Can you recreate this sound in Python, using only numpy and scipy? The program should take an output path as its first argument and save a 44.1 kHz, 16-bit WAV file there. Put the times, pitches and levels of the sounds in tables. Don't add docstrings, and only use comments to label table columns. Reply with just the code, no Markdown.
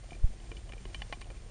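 import sys
import numpy as np
from scipy import signal
from scipy.fft import rfft, irfft
from scipy.io import wavfile
from scipy.ndimage import uniform_filter1d

SR = 44100
rng = np.random.default_rng(int(sys.argv[2]) if len(sys.argv) > 2 else 0)


def inscribe(sig):
    pcm = np.round(np.clip(np.atleast_2d(sig).T, -1, 1) * 32767)
    wavfile.write(sys.argv[1], SR, pcm.astype(np.int16))


def makeup_ratio(level_db):
    decades = np.asarray(level_db, float) / 20
    return 10 ** decades


N = 66150

# f/Hz, time to fall 60 dB/s
CASE_MODES = [(350, 0.067), (560, 0.071), (711, 0.092), (820, 0.047), (1078, 0.059), (1464, 0.023),
              (1810, 0.028), (2060, 0.036), (2375, 0.055), (2950, 0.036), (3068, 0.11), (3450, 0.1),
              (3900, 0.02), (4510, 0.093)]
# f/Hz, level/dB, time to fall 60 dB/s
SNAP_MODES = [(1620, -17.5, 0.0097), (1865, -3.5, 0.0081), (2734, -2.5, 0.0078), (3490, -23, 0.011)]
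PORT_DRIVE = [-26.5, -26, -28.5, -37.5, -32, -6.5, -10.5, -16, 12, 8, -20, -19, -10, -23]
WALL_DRIVE = [-18, -13, 1, 9, 8, -12, 6, 6, -2.5, -13, -9.5, -12.5, -8, -11]
LID_DRIVE = [-15, -5, -20, -8, -3, -33, 0.5, -17, 6.5, 6.5, -29, -21, 0, -7]
EDGE_DRIVE = [-32, -24, -33.5, -28, -3, -19, -22, -2.5, -5.5, 7, -21, -17, -13, -12]
LATCH_DRIVE = [-25, -32, -17, 0.5, -5.5, -10, -5.5, -2.5, -6, 8, -25, -8, -15, -14]
# t/s, level/dB, tilt/dB per octave, ring time factor, crack level/dB
PORT_TICKS = [(.1072, -43, 2, 0.6, -11), (.1306, -44.5, 0, 0.82, -25), (.1516, -47.5, -14.5, 0.63, -13),
              (.178, -67, 6, .9, -8), (.4693, -54, 0, 0.9, -26), (.5167, -35, -13.5, 0.62, -23),
              (.5686, -47, 27.5, 0.83, -25), (.7222, -35, -5, 0.22, -17), (.7345, -40, -13, 0.4, -18),
              (.7791, -44.5, -5, 0.56, -19), (.8994, -56.5, -20, 1, -18), (1.1335, -37.5, 6, 0.69, -18.5),
              (1.2225, -42.5, 2, 0.63, -20), (1.3027, -42, -11.5, .7, -12.5), (1.3671, -52, -1, 0.62, -4.5)]
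WALL_TICKS = [
    (1.1256, -24.5, 2.4, 0.66, -19),
    (1.2105, -47, 18, .4, 1),
    (1.2152, -37, 1, 0.57, -6),
]
LID_TICKS = [
    (.9458, -29.5, .3, 0.58, -13),
]
EDGE_TICKS = [
    (.4015, -47.5, .3, 0.62, -14),
    (.6925, -43.5, -1, 0.9, -19.5),
    (.8535, -38, .3, 0.68, -22),
    (1.2440, -45.5, 1, 0.39, -18.5),
]
LATCH_TICKS = [
    (1.003, -50.5, -2, 0.79, -15),
    (1.0194, -26, 1, 0.6, -19.5),
]
# f/Hz, level/dB
CRACK_COLOUR = [(1000, -18), (1500, -12), (4500, 6.5), (6000, -1.5), (7500, -20), (8800, 7.5),
                (10000, -3.5)]
# t/s, level/dB, contact time/s, ring f/Hz, ring level/dB
KNOCKS = [(0.1211, -33, 0.0005, 696, -9), (.173, -61, 0.00042, 546, -10), (0.208, -52, 0.00039, 537, -7),
          (0.2364, -45.5, 0.00022, 560, -2), (.359, -55.5, 0.00038, 423, 4.5),
          (.516, -43.5, 0.00098, 347, 1.5), (.519, -42.5, 0.00044, 450, -1.5),
          (0.7002, -37, 0.00037, 540, -14.5), (.732, -49.5, .0005, 790, 0.5),
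          (.7675, -44, 0.00028, 464, -5), (0.854, -40, 0.00017, 367, -0.5),
          (1.099, -40, 0.00056, 464, -6.5), (1.1312, -34.5, 0.00022, 715, -15),
          (1.171, -47, 0.0003, 338, -0.5), (1.302, -41, 0.0003, 520, -4.5),
          (1.31, -42.5, 0.00019, 356, -2.5), (1.437, -57, 0.0013, 600, -4), (1.461, -41.5, 0.0018, 453, -8)]
# t/s, level/dB
SURGE = [(0, -45.5), (.07, -47), (.15, -42), (.21, -47.5), (.3, -43.5), (.39, -48), (.5, -43), (.55, -44),
         (.6, -44.5), (.67, -44.5), (.78, -45), (.88, -42.5), (.93, -43.5), (.98, -41.5), (1.06, -44),
         (1.2, -46.5), (1.3, -43.5), (1.4, -46)]
# f/Hz, level/dB
RUMBLE_COLOUR = [(15, -8), (25, -1.5), (33, 5), (42, 9), (55, 3), (70, -8), (100, -41.5)]
SLOSH_COLOUR = [(55, -27.5), (75, 1.5), (105, 2.5), (150, -9), (220, -11.5), (400, -32.5)]
GURGLE_COLOUR = [(150, 5), (250, -13), (400, 0.5), (750, -2), (950, -13.5), (1400, -29.5), (3000, -14.5),
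                 (5000, -21.5)]
# f/Hz, level/dB
HISS_COLOUR = [(200, 17), (600, 1.5), (1200, 5.5), (2500, 4.5), (4000, -16.5), (6000, -10.5), (8000, -4),
               (10000, -1)]


def colour(x, table):
    hz, db = np.array(table).T
    f = np.maximum(np.arange(N // 2 + 1) * SR / N, 1)
    gain = makeup_ratio(np.interp(np.log(f), np.log(hz), db, left=-60))
    y = irfft(rfft(x) * gain, N)
    return y / np.std(y)


def walk(rate):
    k = int(SR / rate)
    steps = np.repeat(rng.standard_normal(N // k + 1), k)
    return 1.3 * uniform_filter1d(uniform_filter1d(steps, k), k)[:N]


def ring(x, hz, t60):
    pole = np.exp(2j * np.pi * hz / SR - np.log(1000) / (t60 * SR))
    return signal.lfilter([1], [1, -pole], x).imag


def fading(t, start, hz, t60):
    u = np.maximum(t - start, 0)
    return np.sin(2 * np.pi * hz * u) * 1000. ** (-u / t60)


def even(x):
    return x / np.sqrt(uniform_filter1d(x ** 2, int(.088 * SR)))


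def hiss():
    level_db, flicker_db = -63, .8
    return makeup_ratio(level_db + flicker_db * walk(60)) * colour(rng.standard_normal(N), HISS_COLOUR)


def rumble_and_slosh(surge_db, swing_db):
    slosh_db, slosh_share = -52.5, .92
    rumble = makeup_ratio(surge_db) * even(colour(rng.standard_normal(N), RUMBLE_COLOUR))
    slosh = even(colour(rng.standard_normal(N), SLOSH_COLOUR))
    return rumble + makeup_ratio(slosh_db + slosh_share * swing_db) * slosh


def gurgle():
    per_s, spread_db, t60_s = 400, 3, .025
    bubbles = (rng.random(N) < per_s / SR) * makeup_ratio(spread_db * rng.standard_normal(N))
    strength = signal.lfilter([1], [1, -1000. ** (-1 / (t60_s * SR))], bubbles)
    return colour(strength * rng.standard_normal(N), GURGLE_COLOUR)


def case_hum():
    hum = np.zeros(N)
    for (hz, t60), db in zip(CASE_MODES, WALL_DRIVE):
        level = makeup_ratio(db / 2 + 3 * walk(19.5))
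        hum += level * ring(rng.standard_normal(N), hz, t60)
    return hum / np.std(hum)


def case_drone():
    drone = ring(rng.standard_normal(N), 342, .2)
    return drone / np.std(drone)


def water(t):
    surge_db = np.interp(t, *np.array(SURGE).T)
    swing_db = surge_db - np.mean(surge_db)
    deep = rumble_and_slosh(surge_db, swing_db)
    small = makeup_ratio(-61.5) * gurgle() + makeup_ratio(-71) * case_hum() + makeup_ratio(-68) * case_drone()
    return deep + makeup_ratio(.1 * swing_db) * small


def shove(t):
    turn_s, in_s, out_s = .0021, .0087, .022
    sag_lag_s, sag_s = .049, .034
    u = t - .244
    body = np.tanh(u / turn_s) * np.exp(-np.abs(u) / np.where(u < 0, in_s, out_s))
    sag = np.exp(-((u - sag_lag_s) / sag_s) ** 2)
    soft = signal.butter(2, 184, fs=SR, output="sos")
    return signal.sosfiltfilt(soft, makeup_ratio(-12.5) * body - makeup_ratio(-29) * sag)


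def knocks(t):
    out = np.zeros(N)
    for start, db, contact_s, hz, ring_db in KNOCKS:
        dent = -np.exp(-((t - start) / contact_s) ** 2)
        out += makeup_ratio(db) * (dent + makeup_ratio(ring_db) * fading(t, start, hz, .053))
    no_bass = signal.butter(2, 170, "high", fs=SR, output="sos")
    return signal.sosfilt(no_bass, out)


def ping(t):
    return makeup_ratio(-47) * fading(t, .9465, 3068, .14)


def chatter():
    level_db, t60_s, per_s = -2, .02, 1500
    t = np.arange(512) / SR
    bounces = (rng.random(512) < per_s / SR) * rng.standard_normal(512)
    hits = bounces * makeup_ratio(level_db) * 1000. ** (-t / t60_s)
    hits[0] = 1
    return hits / np.sqrt(np.sum(hits ** 2))


def ticks(table, drive_db, snap_db):
    trim_db, scatter_db, rise_s, crack_t60_s = -1, 1.5, .0002, .02
    length = 8192
    out = np.zeros(N + length)
    hz, t60 = np.array(CASE_MODES).T[:, :, None]
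    drive = makeup_ratio(drive_db)[:, None]
    drive = drive / np.sqrt(np.sum(drive ** 2))
    grit = colour(rng.standard_normal(N), CRACK_COLOUR)
    for start, db, tilt_db, hold, crack_db in table:
        i = int(start * SR)
        t = np.maximum((np.arange(length) + i) / SR - start, 0)
        gain_db = tilt_db * np.log2(hz / 2400) + scatter_db * rng.standard_normal(hz.shape)
        tones = np.sin(2 * np.pi * hz * t) * 1000. ** (-t / (t60 * hold))
        modes = np.sum(drive * makeup_ratio(gain_db) * tones, axis=0)
        snap = np.zeros(length)
        for f, mode_db, mode_t60 in SNAP_MODES:
            level = makeup_ratio(snap_db + mode_db + tilt_db * np.log2(f / 2400))
            snap += level * fading(t, 0, f, mode_t60)
        snap = np.convolve(snap, chatter())[:length]
        crack = makeup_ratio(crack_db) * np.roll(grit, -i)[:length] * 1000. ** (-t / crack_t60_s)
        onset = 1 - np.exp(-t / rise_s)
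        out[i:i + length] += makeup_ratio(db + trim_db) * (modes + snap + crack) * onset
    return out[:N]


def all_ticks():
    return (ticks(PORT_TICKS, PORT_DRIVE, -4) + ticks(WALL_TICKS, WALL_DRIVE, 0)
            + ticks(LID_TICKS, LID_DRIVE, -3) + ticks(EDGE_TICKS, EDGE_DRIVE, -4)
            + ticks(LATCH_TICKS, LATCH_DRIVE, -3))


def scene():
    t = np.arange(N) / SR
    hard = all_ticks() + ping(t)
    return (hard + knocks(t) + shove(t) + water(t))[None]


def top_cut(x):
    return signal.sosfilt(signal.butter(12, 9650, fs=SR, output="sos"), x)


def record(dry):
    x = dry + hiss()
    f = np.arange(N // 2 + 1) * SR / N
    outside_gap = (f < 7700) | (f > 8130)
    x = irfft(rfft(x) * (f < 9680) * outside_gap, N)
    return top_cut(x)


dry = scene()
out = record(dry)
inscribe(out)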